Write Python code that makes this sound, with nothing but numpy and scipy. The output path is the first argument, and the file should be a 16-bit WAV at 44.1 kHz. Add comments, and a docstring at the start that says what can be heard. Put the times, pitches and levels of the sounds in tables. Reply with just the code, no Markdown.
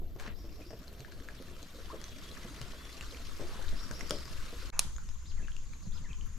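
"""A sheltered river around a plastic kayak, in light rain: filtered noise makes the hiss, sloshing and air rumble,
short bubble tones make the drops, and ringing hull modes make the knocks of small waves.
A fishing rod swishes as moving bands of noise, and birds call from the banks as gliding near-sines.
After a brief, almost silent cut the rain hiss is gone: a quiet river drips, cicadas hiss in the trees,
a bird warbles and a reel latch snaps as a burst of noise."""
import sys
import numpy as np
from scipy import signal
from scipy.fft import rfft, irfft
from scipy.io import wavfile
from scipy.ndimage import uniform_filter1d

SR = 44100
rng = np.random.default_rng(int(sys.argv[2]) if len(sys.argv) > 2 else 0)


def wav_record(signal):
    """Record a signal, one row per channel, as 16-bit PCM in the file named by sys.argv[1]."""
    frames = np.transpose(np.atleast_2d(signal))
    bounded = np.clip(frames, -1, 1)
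    # unit amplitude maps onto the largest positive 16-bit level
    quanta = np.round(bounded * 32767).astype(np.int16)
    wavfile.write(sys.argv[1], SR, quanta)


N = 281348

# almost silent gap between the two scenes: (start [s], end [s])
CUT = (4.705, 4.722)
# colour of a water splash: (frequency [Hz], level [dB])
SPLASH = [(300, 5.5), (1200, 4), (7000, 4), (11000, -12), (16000, -16)]
BIRD_PAN_DB = 1.5  # left minus right


def amp(db):
    """Turns decibels into a gain."""
    return 10 ** (np.asarray(db) / 20)


def evened(x):
    """Scales a signal to an rms of 1."""
    return x / np.sqrt(np.mean(x ** 2) + 1e-20)


def read(points, hz):
    """Reads a frequency table at the frequencies hz, along a logarithmic scale."""
    f, value = np.transpose(points)
    return np.interp(np.log(hz + 1), np.log(f + 1), value)


def curve(rows):
    """Draws a (time, level) table out to every sample."""
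    s, level = np.transpose(rows)
    return np.interp(np.arange(N) / SR, s, level)


def sides(pan_db):
    """Gives left and right gains for a level difference, left minus right."""
    return amp(np.array([pan_db / 2, -pan_db / 2]))


def add(mix, s, sound, pan_db=0):
    """Lays a mono sound into the stereo mix at second s."""
    part = mix[:, round(s * SR):][:, :len(sound)]
    part += sides(pan_db)[:, None] * sound[:part.shape[1]]


def coloured(x, spectrum):
    """Filters short bursts; the padding leaves room for the filter's own ring."""
    size = 2 * x.shape[-1]
    gain = amp(read(spectrum, np.fft.rfftfreq(size, 1 / SR)))
    return irfft(rfft(x, size) * gain)[..., :size // 2]


def noise(spectrum, patchy_db, flicker_db, size=1024, alike=None):
    """Makes stereo noise at two microphone ports, with drifting patches and a flicker shared by all bands."""
    # how alike the two ports are: (frequency [Hz], likeness [-1 to 1])
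    likeness = [(60, 0.69), (150, 0.99), (380, 1), (950, 0.8), (2380, 0.54), (5980, 0.82), (15000, 0.19)]
    # phase between the ports: (frequency [Hz], phase [radians])
    phase_lead = [(60, 0.086), (1600, -0.2), (3600, -0.92), (5000, 0.27), (15000, .2)]
    # balance of the ports: (frequency [Hz], left minus right [dB])
    balance = [(60, -0.5), (180, -0.5), (550, -0.5), (1650, 2.5), (4970, 0.5), (15000, 5)]
    frames, hz = N // (size // 4) + 5, np.fft.rfftfreq(size, 1 / SR)
    a, b, c, d, patches = rng.standard_normal((frames, len(hz), 5), dtype=np.float32).T
    patches = uniform_filter1d(uniform_filter1d(patches, size=10, axis=0), size=10, axis=1)
    patches = evened(patches)
    flicker = evened(uniform_filter1d(rng.standard_normal(frames), size=3))
    same = read(likeness, hz) if alike is None else alike + 0 * hz
    same = np.clip(same, -1, 1)[:, None]
    left = a + 1j * b
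    shared = same * left * np.exp(-1j * read(phase_lead, hz))[:, None]
    right = shared + np.sqrt(1 - same ** 2) * (c + 1j * d)
    z = (np.array([left, right]) * sides(read(balance, hz))[:, :, None]).astype(np.complex64)
    z *= amp(read(spectrum, hz)[:, None] + patchy_db * patches + flicker_db * flicker)
    return evened(signal.istft(z, nperseg=size, noverlap=size * 3 // 4)[1][:, :N])


def note(hz, db):
    """Sings a sine that follows its pitch and level sample by sample, with softened ends."""
    wave = np.sqrt(2) * np.sin(2 * np.pi * np.cumsum(hz) / SR)
    return amp(db) * wave * signal.windows.tukey(len(hz), .2)


def waver():
    """Makes a quick, smooth unsteadiness of rms 1 for a bird's level."""
    smooth = uniform_filter1d(rng.standard_normal(N), size=300)
    return evened(uniform_filter1d(smooth, size=300))


def bubble(hz, turns, size=1200):
    """A drop traps a bubble: a tone that soon dies, sooner when high, and glides up a little."""
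    t = np.arange(size) / SR
    tone = np.sin(2 * np.pi * hz * (t + 3.3 * t ** 2))
    return tone * amp(-60 * t / (turns / hz + 0.0092)) * (1 - np.exp(-t / 0.00014))


def plinks(per_s, colour, low_hz, top_hz, splashy, count=14):
    """Scatters many small drops or bubbles, a few of them large; each kind has its own tone, splash and place."""
    largest = 2.6  # limit on the random size, in steps of 6.3 dB
    size_db = 6.3 * np.minimum(rng.exponential(1, N), largest)
    weight = amp(size_db) * (rng.random(N) < per_s / SR)
    kind, out, t = rng.integers(0, count, N), np.zeros((2, N)), np.arange(1200) / SR
    for k, hz in enumerate(np.geomspace(low_hz, top_hz, num=count)):
        splash = coloured(rng.standard_normal((2, len(t))) * amp(-60 * t / 0.032), SPLASH)
        ring = (bubble(hz, 38.0) + splashy * splash) * amp(read(colour, hz)) * np.sqrt(hz)
        ring *= sides(rng.normal(2.2, 3.1) * splashy)[:, None]
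        for at in np.flatnonzero(weight * (kind == k)):
            out[:, at:at + len(t)] += weight[at] * ring[:, :N - at]
    return evened(out)


def air():
    """Slow pressure heaves differ between the ports, stronger on the left; the faster rumble is shared."""
    # slow air pressure on the ports: (time [s], heave level [dB])
    heave_levels = [(0.0, -36), (0.58, -52.5), (3.05, -48), (3.71, -31.5), (3.87, -41.5), (5.19, -36.5),
                    (5.26, -49), (5.37, -31.5), (5.83, -46.5), (5.92, -34), (6.38, -40)]
    # colours of the heave and of the rumble: (frequency [Hz], level [dB per Hz])
    heave_colour = [(1.8, -49.5), (3.0, 2.5), (17, 7.5), (25, -7.5), (40, -6), (52, -35), (88, -120)]
    rumble_colour = [(15, -3), (25, -15), (38, -5.5), (57, -3.5), (97, -14.5), (130, -22.5), (170, -33),
                     (290, -120)]
    heave_db = curve(heave_levels)
    heave = noise(heave_colour, 0, 0, size=16384, alike=0.33) * sides(6.3)[:, None]
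    # the rumble follows the heave, but moves much less
    rumble_db = -48 + 0.23 * (heave_db + 45)
    rumble = noise(rumble_colour, 0, 0.97, size=4096, alike=1.0)
    return amp(heave_db) * heave + amp(rumble_db) * rumble


def rain():
    """Countless drops blur into a hiss, with single plinks on top; both swell as the shower grows."""
    # the shower grows: (time [s], hiss level [dB])
    shower_levels = [(0.0, -70.5), (0.45, -63.5), (2.34, -54), (4.5, -52)]
    # colours of the rain hiss and of the steady top hiss: (frequency [Hz], level [dB per Hz])
    hiss_colour = [(410, -6), (700, -13.5), (808, -15), (933, -3), (1170, 1), (2390, -4), (4090, -3),
                   (7000, -10), (8630, -14.5), (12000, -15.5), (13500, -27), (14900, -38), (16000, -52)]
    top_colour = [(4710, -40), (8000, -23), (10600, -14), (11800, 6), (13100, 8), (14800, 1), (16000, -7)]
    plinks_per_s, plinks_db, top_db = 180, -6, -70.5  # plinks are set against the rain hiss
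    small_drops = plinks(plinks_per_s, hiss_colour, 936, 8770, 0.67, count=16)
    shower = noise(hiss_colour, 2.06, 1.12, size=512) + amp(plinks_db) * small_drops
    top_hiss = noise(top_colour, 2.4, 0.94, size=512)
    return amp(curve(shower_levels)) * shower + amp(top_db) * top_hiss


def slosh():
    """Water washes along the hull as low noise, and trapped air gurgles as low bubble tones."""
    # colour of the slosh: (frequency [Hz], level [dB per Hz])
    slosh_colour = [(53, -43), (90, -9), (144, -5.5), (270, -8.5), (612, -15), (674, -12), (749, -15.5),
                    (900, -29.5), (1170, -40), (1980, -120)]
    wash = noise(slosh_colour, 2.0, 1.8)
    gurgles = plinks(40, slosh_colour, 241, 653, 0.039, count=8)
    return amp(-56) * (wash + amp(-6.0) * gurgles)


def knocks():
    """Wavelets drive the hull with a blow, then churning water; its detuned modes ring, nearest ones loudest."""
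    # wavelets on the hull: (time [s], peak level [dB], favoured pitch [Hz])
    wavelets = [(0.019, -37.5, 220), (0.162, -36, 493), (0.279, -37.5, 176), (0.444, -39, 298),
                (0.602, -42.5, 554), (0.706, -36, 535), (0.731, -37.5, 453), (0.999, -38.5, 157),
                (1.401, -38.5, 312), (1.931, -36, 500), (1.943, -34.5, 420), (2.449, -34.5, 149),
                (2.612, -34.5, 159), (3.397, -34, 400), (3.436, -37, 300), (3.414, -34, 220),
                (3.592, -41, 298), (3.909, -33, 223), (4.03, -37.5, 436), (4.107, -29, 477),
                (4.115, -31.5, 200), (4.142, -37, 300), (4.528, -37, 390), (5.424, -43, 450)]
    # ringing of the hull, before detuning: (pitch [Hz], level [dB], time to fall by 60 dB [s])
    hull_modes = [(130, -1, 0.092), (221, 1.5, 0.033), (341.6, -1.5, 0.16), (453.4, 9.5, 0.056),
                  (548, 12.5, 0.032), (631, 10.5, 0.055), (830, 3, 0.033), (1010, -5, 0.035)]
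    slap_s, slap_longer = 0.0081, 0.9  # churning time of a -42 dB slap; its growth [dB per dB of strength]
    out, t = np.zeros((2, N)), np.arange(5000) / SR
    for s, db, centre_hz in wavelets:
        luck = rng.standard_normal(5000)
        ring = np.zeros(5000)
        for (hz, mode_db, t60), detune in zip(hull_modes, luck):
            fading_db = mode_db - 14.2 * abs(np.log2(hz / centre_hz)) - 60 * t / t60
            ring += amp(fading_db) * np.sin(2 * np.pi * hz * (1 + 0.05 * detune) * t)
        length = slap_s * amp(slap_longer * (db + 42))
        churn = luck * np.exp(-t / length) * np.minimum(t / .003, 1)
        blow = 1.2 * np.exp(-t / 0.0004)
        knock = signal.fftconvolve(ring, churn + blow)
        add(out, s, amp(db) * knock / abs(knock).max())
    return out


def drops():
    """Each near drop breaks the surface with a splash tick of noise and rings the bubble it traps."""
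    # single drops: (time [s], bubble level [dB], starting pitch [Hz],
    #                tick level against the bubble [dB], left minus right [dB])
    near_drops = [(0.387, -55, 11500, -9, -5), (0.79, -48, 13000, -7, 2), (0.93, -52, 13500, -7, 0),
                  (1.005, -47, 4500, 4, 0), (1.424, -49, 11000, 3, 2), (3.994, -47.5, 10500, 6.5, 2),
                  (0.163, -57, 830, 5, 3), (0.198, -48, 2460, 7, 0), (0.278, -37, 1850, -26, 0),
                  (0.618, -46, 2470, -18, -3), (0.706, -46, 1700, -3, 7), (0.88, -39.5, 4140, -9, 2),
                  (1.048, -38, 1660, -23, 9), (1.122, -44, 1630, -2, 7), (1.201, -44.5, 1680, -7, 1.0),
                  (1.287, -32.5, 1650, -12.5, 1), (1.629, -39.5, 4070, -3, 5), (2.015, -43.5, 1860, 5.5, 9),
                  (2.041, -36, 6100, -3.5, -6), (2.315, -39, 4080, -7, 7), (2.37, -40.5, 1710, -20, -7),
                  (2.615, -37.5, 2820, 4.5, 3), (2.735, -40, 1030, -20, -7), (3.01, -30.5, 2700, -7, 3),
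                  (3.11, -38.5, 4020, -14, -1), (3.147, -37, 2380, -24, -1), (3.683, -36.5, 3790, -21, 6),
                  (3.912, -31.5, 1550, -3.5, 8), (4.009, -34.5, 2000, -11, -17), (4.096, -31, 6900, -9, 0),
                  (4.108, -25, 1306, 5, 9), (4.255, -38, 5030, -1.5, 5), (4.964, -34.5, 6730, -10, 5),
                  (4.983, -37, 1440, -11, 0), (5.09, -44.5, 5150, 1, 4), (5.475, -47, 2880, -10, 11),
                  (5.483, -35, 1590, -18, 1.0), (5.519, -44, 3120, -5, -1), (5.566, -38, 2730, -9, 6),
                  (5.735, -46, 2330, -1, 10), (6.131, -39.5, 3050, -14, 1), (6.211, -41.5, 2980, -21, 2.0)]
    out, t = np.zeros((2, N)), np.arange(1200) / SR
    bursts = rng.standard_normal((len(near_drops), 1200)) * amp(-60 * t / 0.0067)
    ticks = coloured(bursts, SPLASH)
    for (s, db, hz, tick_db, pan_db), tick in zip(near_drops, ticks):
        add(out, s, amp(db) * (bubble(hz, 3.3) + amp(tick_db) * tick), pan_db)
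    return out


def banks(x, distance):
    """Wooded banks return sparse echoes of random sign; each band dies at its own speed, slower from afar."""
    # echo at a distance of 1: (frequency [Hz], time to fall by 60 dB [s])
    echo_times = [(300, 1), (1500, 0.31), (5000, 0.38), (12000, 0.16)]
    taps = np.zeros((2, SR // 2))
    grid = np.arange(150, SR // 2 - 20, 20)
    at = grid + rng.integers(0, 20, (2, (SR // 2 - 151) // 20))
    np.put_along_axis(taps, at, rng.choice([-1., 1.], at.shape), 1)
    hz, t, z = signal.stft(taps, SR, nperseg=256)
    fade = amp(-60 * t / (distance * read(echo_times, hz)[:, None]))
    tail = signal.istft(z * fade, SR, nperseg=256)[1]
    return signal.fftconvolve(x, tail / np.linalg.norm(tail[0]), axes=1)[:, :N]


def rushes():
    """Grainy noise rises, holds and falls while its top edge sinks, as a stroke through air or water slows."""
    # a rod stroke, a wave churning along the hull and a hand sliding on the reel, before filtering:
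    # (time [s], rise [s], hold [s], fall [s], level [dB], first upper edge [Hz], last upper edge [Hz],
    #  lower edge [Hz])
    strokes = [(0.184, 0.015, 0.085, 0.046, -48, 9400, 2980, 200),
               (0.285, 0.014, .045, 0.012, -60, 3100, 2900, 2300),
               (3.386, 0.01, 0.23, 0.11, -46.5, 1100, 900, 200),
               (4.708, 0.02, 0.075, .12, -42.5, 1340, 1290, 750)]
    rise_db, fall_db = 13, 16  # how far below the held level each rush starts and ends
    colour = [(100, -4), (900, 3.0), (2000, 3.5), (9000, -12.0), (16000, -6.0)]  # (Hz, dB per Hz)
    hz, t, z = signal.stft(noise(colour, 2.0, 1.4, size=256), SR, nperseg=256)
    hz = hz[:, None]
    shape = 0
    for s, rise, hold, fall, db, first_hz, last_hz, low_hz in strokes:
        corners = s + np.cumsum([0, rise, hold, fall])
        level_db = np.interp(t, corners, [db - rise_db, db, db, db - fall_db], left=-200, right=-200)
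        edge_hz = np.interp(t, corners[[0, -1]], [first_hz, last_hz])
        upper = 1 + (hz / edge_hz) ** 6
        lower = 1 + (low_hz / (hz + 1)) ** 6
        shape = shape + amp(level_db) / np.sqrt(upper * lower)
    grit = amp(2.5 * evened(uniform_filter1d(rng.standard_normal(N), size=20)))
    return signal.istft(z * shape, SR, nperseg=256)[1][:, :N] * evened(grit)


def chirps():
    """A far bird's hoarse chirp climbs and sags, split into strands with jittery pitch and level."""
    # calls: (time [s], length [s], level [dB], start pitch [Hz], top pitch [Hz])
    calls = [(.35, .1, -71, 4650, 5620), (.5, .095, -70, 4600, 5680), (.645, .075, -68, 4500, 5600),
             (3.752, .11, -61, 4550, 5600), (3.92, .11, -60, 4650, 5680), (4.07, .15, -60, 4500, 5340)]
    # strands of one call: (share of the climb, level [dB])
    strands = [(1, 0), (.68, -6), (.36, -5)]
    climb_s, droop_hz, rasp_hz, flutter_db = .05, 200, 30, 2.4  # time to the top, end sag, jitters
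    out = np.zeros((2, N))
    for s, length, db, low_hz, top_hz in calls:
        t = np.arange(0, length, 1 / SR)
        climb = np.sin(np.pi / 2 * np.minimum(t / climb_s, 1))
        droop = droop_hz * (t / length) ** 8
        for share, strand_db in strands:
            rasp, flutter = uniform_filter1d(rng.standard_normal((2, len(t))), size=400)
            hz = low_hz + (top_hz - low_hz) * share * climb - droop + rasp_hz * evened(rasp)
            add(out, s, note(hz, db + strand_db + flutter_db * evened(flutter)), BIRD_PAN_DB)
    return out


def glugs():
    """Large bubbles climb in pitch and fade as they near the surface."""
    # bubbles: (time [s], starting level [dB], starting pitch [Hz])
    large_bubbles = [(.62, -56, 2430), (1.9, -38, 950), (5.262, -67, 980), (5.953, -54, 1300),
                     (6.178, -57, 950)]
    length_s, climb_hz_per_s, fade_db = 0.036, 10200, 17
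    out, t = np.zeros((2, N)), np.arange(0, length_s, 1 / SR)
    for s, db, hz in large_bubbles:
        wobble = evened(uniform_filter1d(rng.standard_normal(len(t)), size=150))
        pitch_hz = hz * (1 + 0.04 * wobble) + climb_hz_per_s * t
        add(out, s, note(pitch_hz, db - fade_db * np.sqrt(t / length_s)), 1.5)
    return out


def whistles():
    """Long bird whistles slide up to a held pitch, with a slight waver of level."""
    # whistles: (time [s], length [s], held pitch [Hz], level [dB])
    long_whistles = [(1.967, 0.22, 3370, -65), (2.227, 0.13, 3390, -63.5), (2.763, 0.18, 3450, -64.5)]
    scoop_hz, scoop_s = 170, 0.025  # depth and time constant of the slide
    out = np.zeros((2, N))
    for s, length, hz, db in long_whistles:
        t = np.arange(0, length, 1 / SR)
        add(out, s, note(hz - scoop_hz * np.exp(-t / scoop_s), np.full(len(t), db)), BIRD_PAN_DB)
    return out * amp(1.6 * waver())


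def river():
    """Quiet river and leaves blur into soft noise, with a few faint drips."""
    # colour of the river and leaves: (frequency [Hz], level [dB per Hz])
    river_colour = [(53, -34), (90, -1.5), (266, -19.5), (736, -32.5), (1060, -24), (2080, -32),
                    (4640, -33.5), (5770, -33), (6570, -29), (8330, -41), (12300, -42), (16000, -68)]
    drips = plinks(50, SPLASH, 990, 7200, 0.67, count=8)
    return amp(-52.5) * (noise(river_colour, 3.3, 1.6, size=512) + amp(-28.0) * drips)


def cicadas():
    """Many cicadas blend into a high band of noise that slowly fades."""
    # colour of the cicadas: (frequency [Hz], level [dB per Hz])
    cicada_colour = [(5400, -18), (6050, -12), (6500, -3), (7300, -8.5), (7900, -22), (8400, -37)]
    start_db, fade_db_per_s = -61, 1
    level_db = start_db - fade_db_per_s * (np.arange(N) / SR - CUT[1])
    return amp(level_db) * noise(cicada_colour, 0.85, 0.51, size=256, alike=0.32)


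def warble():
    """A near bird repeats a phrase of gliding, arching tones; it is heard only after the cut."""
    # one phrase: (time after its start [s], length [s], first pitch [Hz], last pitch [Hz],
    #              arch above that line [Hz], level [dB])
    phrase = [(.002, .072, 3100, 2100, 2600, -63), (0.127, 0.032, 2150, 1550, 0, -64),
              (0.163, .05, 1850, 1900, 800, -63)]
    # starts of the phrases: time [s]
    phrase_starts = [4.555, 5.25, 5.915]
    out = np.zeros((2, N))
    for s in phrase_starts:
        for after, length, first_hz, last_hz, arch_hz, db in phrase:
            u = np.arange(0, 1, 1 / SR / length)
            arch = np.sin(np.pi * u) ** 1.15  # the power narrows the arch
            hz = first_hz + (last_hz - first_hz) * u + arch_hz * arch
            add(out, s + after, note(hz, db), BIRD_PAN_DB)
    return out * amp(3.2 * waver()) * (np.arange(N) > CUT[1] * SR)


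def latch():
    """The reel latch snaps: a dry crack of noise with a weaker, longer rattle, and the banks hiss it back."""
    # colour of the snap: (frequency [Hz], level [dB per Hz])
    snap_colour = [(240, -30), (400, -15.5), (1130, -5), (1690, -12.5), (2400, 3.5), (3510, -13), (4090, 7),
                   (4700, -9), (5560, -0.5), (8400, -3.5), (9790, 0), (14400, -20.5), (15500, -36)]
    start_s, energy_db, pan_db = 4.7926, 4, -1.5
    hiss_colour = [(700, -15), (3500, 6.0), (8000, 3.0), (10000, 0.0), (15000, -15)]  # (Hz, dB)
    out, t = np.zeros((2, N)), np.arange(8192) / SR
    envelope = (amp(-60 * t / .006) + amp(-14 - 60 * t / .024)) * (1 - np.exp(-t / .0003))
    crack = rng.standard_normal((2, len(t))) * envelope
    # partly unlike at the two ports
    snap = coloured(crack[0] + 0.18 * crack[1] * [[1], [-1]], snap_colour) * sides(pan_db)[:, None]
    hiss = rng.standard_normal((2, len(t))) * amp(-41.0 - 60 * t / 0.38) * (t > .004)
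    tail = coloured(hiss, hiss_colour)
    at = round(start_s * SR)
    out[:, at:at + len(t)] += tail + amp(energy_db) * snap / np.linalg.norm(snap.mean(0))
    return out


def scene():
    """Plays the rainy scene, the almost silent cut and the dry scene."""
    t = np.arange(N) / SR
    water_drops = drops() + glugs()
    far_bird, near_bird = chirps(), warble()
    echo = banks(amp(-2) * near_bird + amp(-8.5) * water_drops, 0.76) + banks(far_bird, 1.6)
    background = np.where(t < CUT[1], rain() + slosh(), river() + cicadas())
    mix = background + air() + knocks() + water_drops + rushes() + echo
    mix += far_bird + whistles() + near_bird + latch()
    return mix * np.interp(t, [CUT[0] - .003, CUT[0], CUT[1], CUT[1] + 0.012], [1, 0.03, 0.028, 0.99])


def record(dry):
    """The housing weakens a narrow band, then the recorder cuts off the highest treble."""
    housing_hz, edge_hz = 738, 15600
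    band = signal.lfilter(*signal.iirpeak(housing_hz, 5.0, fs=SR), dry)
    low_pass = signal.firwin(511, edge_hz, window=("kaiser", 9), fs=SR)
    return signal.oaconvolve(dry - 0.47 * band, low_pass[None], "same")


dry = scene()
out = record(dry)
wav_record(out)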